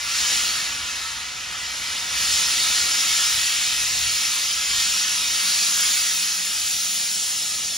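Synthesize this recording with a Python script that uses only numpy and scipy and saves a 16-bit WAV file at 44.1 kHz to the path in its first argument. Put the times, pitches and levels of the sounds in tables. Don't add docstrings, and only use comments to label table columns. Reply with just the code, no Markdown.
import sys
import numpy as np
from scipy import signal
from scipy.fft import rfft, irfft, next_fast_len
from scipy.io import wavfile
from scipy.ndimage import uniform_filter1d

SR = 44100
rng = np.random.default_rng(int(sys.argv[2]) if len(sys.argv) > 2 else 0)


def transcribe(signal):
    frames = np.atleast_2d(signal).T
    limited = np.clip(frames, -1, 1)
    pcm = np.round(limited * 32767).astype(np.int16)
    wavfile.write(sys.argv[1], SR, pcm)


N = 342657
FRAME, HOP = 2048, 256

ROAR_HZ, THROAT_HZ, SIZZLE_HZ = 1770, 2760, 7160
ROAR_FOLLOWS, THROAT_FOLLOWS, SIZZLE_FOLLOWS = 0.45, 0.5, 1.28
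PEAKS_FADE_FROM_S, PEAKS_FADE_S, PEAKS_LEFT = 4.2, 1.0, 0.3
# frequency in Hz, relative density in dB per Hz.
STEAM_SPECTRUM = [(700, -37), (900, -13.5), (1150, -10.5), (1350, -4), (2000, -3.5), (3000, -1), (4500, -1),
                  (5400, 0), (7000, -1.5), (9300, -4.5), (11500, -12.5), (13800, -18.5), (15700, -16)]
# centre in Hz, full width at 1/e of the dB value in Hz,
# height in dB before flattening.
JET_RESONANCES = [(1297, 55, 5), (1570, 120, -3), (1685, 70, 3), (1890, 80, 2), (5215, 300, 2)]
# time in seconds, then roar, throat and
# sizzle offsets in dB.
JET_BRIGHTENING = [(0, 2, 2, -1), (.4, 1.5, 2, -2), (1.0, 2, 2.5, -2.5), (2.3, 1, 1, -1.5),
                   (3.3, -0.1, 2.6, -1.5), (4.0, -2, 1, 0), (5.0, -1.5, -0.5, -2.5), (6.2, -1.5, -1, 4),
                   (7.0, -7, -4, 4), (7.77, -7, -9.5, 0.5)]


def jets():
    def gain_db(hz, s):
        mean_db, swing_db = pressure_swing_db(s)
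        roar_db, throat_db, sizzle_db = columns(JET_BRIGHTENING, s)
        roar = 1 - above(hz, ROAR_HZ, 6.2)
        throat = 1 - above(hz, THROAT_HZ, 3.9) - roar
        sizzle = above(hz, SIZZLE_HZ, 4.1)
        colour_db = roar * (roar_db + (ROAR_FOLLOWS - 1) * swing_db)
        colour_db = colour_db + throat * (throat_db + (THROAT_FOLLOWS - 1) * swing_db)
        colour_db = colour_db + sizzle * (sizzle_db + (SIZZLE_FOLLOWS - 1) * swing_db)

        peaks_db = sum(db * np.exp(-(2 * (hz - centre) / width) ** 2)
                       for centre, width, db in JET_RESONANCES)
        fade_times = [PEAKS_FADE_FROM_S, PEAKS_FADE_FROM_S + PEAKS_FADE_S]
        peaks_db = peaks_db * np.interp(s, fade_times, [1, PEAKS_LEFT])

        shape = (len(hz), len(s))
        sputter = eddies((1, len(s)), frames=3, bins=1)
        surges = eddies(shape, frames=24, bins=40)
        gusts = eddies(shape, frames=3, bins=70)
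        unevenness = eddies(shape, frames=12, bins=2)
        flutter_db = 0.15 * sputter + 0.38 * surges + 1.0 * sizzle * gusts + 2.59 * unevenness

        steam_db = at_hz(STEAM_SPECTRUM, hz)
        level_db = mean_db + swing_db - hiss_band_db(hz, steam_db)
        return steam_db + peaks_db + level_db + colour_db + flutter_db
    return shaped_noise(gain_db)


# time in seconds, level in dB.
STEAM_PRESSURE = [(0, -31), (.2, -24), (.33, -23), (.45, -23.5), (.78, -30.5), (1.06, -30.5), (1.35, -34.5),
                  (1.7, -31.5), (2.0, -28.5), (2.09, -29.5), (2.2, -24), (2.38, -21.5), (2.46, -23),
                  (2.75, -22), (2.85, -23.5), (3.14, -22), (3.5, -23.5), (3.76, -25), (4.3, -24),
                  (4.67, -25), (4.8, -22), (5.3, -24.5), (5.39, -23), (5.84, -22.5), (6.05, -24),
                  (6.4, -28), (6.66, -26.5), (7.42, -26.5), (7.77, -27.5)]


def pressure_swing_db(times):
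    hiss_db, = columns(STEAM_PRESSURE, times)
    return hiss_db.mean(), hiss_db - hiss_db.mean()


def hiss_band_db(hz, colour_db):
    in_band = (hz > THROAT_HZ) * (hz < SIZZLE_HZ)
    return 10 * np.log10(np.mean(from_db(2 * colour_db) * in_band))


# frequency in Hz, relative
# density in dB per Hz.
RUMBLE_SPECTRUM = [(12, -45), (20, -27), (42, -8), (65, 0.5), (140, -8.5), (160, -10), (210, -42),
                   (350, -120)]
LOW_RUSH_SPECTRUM = [(80, -27), (130, -7.5), (185, -3.5), (255, -3), (360, -8.5), (500, -6), (740, -3),
                     (950, -4.5), (1300, -54)]
# time in seconds, level in dB.
RUMBLE_LEVEL = [(0.0, -54), (0.21, -51.5), (1.77, -52), (1.82, -48.5), (2.08, -55), (2.12, -48.5),
                (3.29, -53.5), (3.35, -43), (3.48, -53.5), (4.05, -44), (4.2, -54), (4.67, -55),
                (4.7, -48.5), (5.0, -55), (6.49, -58.5), (6.79, -50.5), (6.9, -59), (7.77, -55)]
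LOW_RUSH_LEVEL = [(0.0, -52), (0.3, -45), (1.19, -52.5), (2.6, -45), (3.55, -49.5), (3.98, -48), (4.0, -50),
                  (5.93, -48), (6.28, -51), (7.77, -50)]


def rumble_and_low_rush():
    s = np.arange(N) / SR
    rumble_db, = columns(RUMBLE_LEVEL, s)
    low_rush_db, = columns(LOW_RUSH_LEVEL, s)
    rumble = from_db(rumble_db) * coloured(RUMBLE_SPECTRUM)
    low_rush = from_db(low_rush_db) * coloured(LOW_RUSH_SPECTRUM)
    return rumble + low_rush


HOLD_FADE_S = 0.053
# start in seconds, length in seconds, frequency in Hz,
# resonance width in Hz, level in dB.
HELD_TONES = [(.2, 2.5, 744, 10, -60), (2.7, 1.4, 738, 8, -56.5), (.97, .3, 938, 3, -52),
              (1.6, .3, 938, 3, -57), (1.97, .3, 940, 3, -52), (3.68, .14, 938, 3, -52),
              (1.0, .25, 4060, 12, -45), (4.68, .6, 192, 22, -58), (5.42, 1.1, 184, 14, -55),
              (6.7, 1.07, 192, 20, -57.5)]


def tones():
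    s, out = np.arange(N) / SR, 0
    for start, length, hz, width_hz, db in HELD_TONES:
        to_nearest_end = np.minimum(s - start, start + length - s)
        held = np.clip(to_nearest_end / HOLD_FADE_S + 0.5, 0, 1)
        tone = np.array([rms_one(held * field) for field in resonance(hz, width_hz)])
        out = out + from_db(db) * np.sqrt(np.mean(held ** 2)) * tone
    return out


def resonance(hz, width_hz):
    radius = np.exp(-np.pi * width_hz / SR)
    poles = [1, -2 * radius * np.cos(2 * np.pi * hz / SR), radius * radius]
    x = rng.standard_normal((2, N + SR))
    for _ in range(2):
        x = signal.lfilter([1, 0, -1], poles, x)
    return rms_one(x[:, SR:])


RIGHT_BASS_DB, BASS_HZ = 0.35, 2010


def stereo_pair(fields):
    size = next_fast_len(N + FRAME)
    hz = np.arange(size // 2 + 1) * SR / size
    points, lead, alike = stereo_phase()
    lead = np.interp(hz, points, lead)
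    alike = np.clip(np.interp(hz, points, alike), 0, 1)
    shared, unshared = rfft(fields, size) * np.sqrt([(1 + alike) / 2, (1 - alike) / 2])
    turn = np.exp(0.5j * lead) * from_db(-RIGHT_BASS_DB / 2 * (hz < BASS_HZ))
    left, right = (shared + unshared) * turn, (shared - unshared) / turn
    return irfft([left, right], size)[:, :N]


EDGE_HZ, EDGE_TURN, EDGE_ALIKE = 110, 0.13, 0.93
SLOW_SHARE = 0.27
# frequency in Hz, lead of the left in radians,
# likeness from 0 to 1.
LOW_PHASE = [(150, 0, .975), (400, 0, .88), (1200, .2, .89), (1550, 1.9, .85), (1980, .8, .62),
             (2300, 1.0, .78), (2850, .2, .93), (3050, 0, .99), (4200, 0, .99), (4300, 0, 1), (5150, 0, 1),
             (5250, 0, .98), (5600, .1, .93), (6100, 1.45, .79), (7000, .8, .8), (8150, 3.0, .9)]
# lower edge in Hz, upper edge
# in Hz, likeness in the band, likeness in the gap above, radians turned in the slow part of the gap.
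PHASE_STEPS = [(8280, 8850, 1, .72, 1.05), (10380, 11000, .999, .64, .4), (12370, 13120, 1, .58, .4),
               (14550, 15200, .998, .64, .4), (16600, 17300, 1, .6, .4)]


def stereo_phase():
    rows = list(LOW_PHASE)
    for k, (low, high, tight, loose, turn) in enumerate(PHASE_STEPS[:-1]):
        after = PHASE_STEPS[k + 1][0]
        level, next_level = (k + 1) * np.pi, (k + 2) * np.pi
        slow_hz = SLOW_SHARE * (after - high)
        rows += [(low, level, tight), (high, level, tight),
                 (high + EDGE_HZ, level + EDGE_TURN, EDGE_ALIKE),
                 (high + slow_hz, level + turn, loose),
                 (after - slow_hz, next_level - turn, loose),
                 (after - EDGE_HZ, next_level - EDGE_TURN, EDGE_ALIKE)]
    return np.transpose(rows)


def shaped_noise(gain_db):
    white = rng.standard_normal((2, N))
    hz, s, frames = signal.stft(white, SR, nperseg=FRAME, noverlap=FRAME - HOP)
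    gain = from_db(gain_db(hz[:, None], s))
    return signal.istft(frames * gain, SR, nperseg=FRAME, noverlap=FRAME - HOP)[1][:, :N]


def coloured(spectrum):
    white = rfft(rng.standard_normal((2, N)))
    hz = np.arange(N // 2 + 1) * SR / N
    return rms_one(irfft(white * from_db(at_hz(spectrum, hz)), N))


def eddies(shape, frames, bins):
    field = rng.standard_normal(shape)
    for _ in range(2):
        field = uniform_filter1d(field, size=frames, axis=1)
        field = uniform_filter1d(field, size=bins, axis=0)
    return rms_one(field)


def above(hz, corner_hz, steepness):
    return 1 / (1 + (corner_hz / (hz + 1)) ** steepness)


def at_hz(points, hz):
    point_hz, db = np.transpose(points)
    return np.interp(np.log(hz + 1), np.log(point_hz), db)


def columns(rows, times):
    s, *cols = np.transpose(rows)
    return [np.interp(times, s, col) for col in cols]


def from_db(db):
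    return 10 ** (np.asarray(db) / 20)


def rms_one(x):
    return x / np.sqrt(np.mean(x ** 2) + 1e-20)


def scene():
    return stereo_pair(jets() + rumble_and_low_rush() + tones())


def record(dry):
    low_pass = signal.ellip(16, 0.3, 75, 15740, fs=SR, output="sos")
    return signal.sosfilt(low_pass, dry)


dry = scene()
out = record(dry)
transcribe(out)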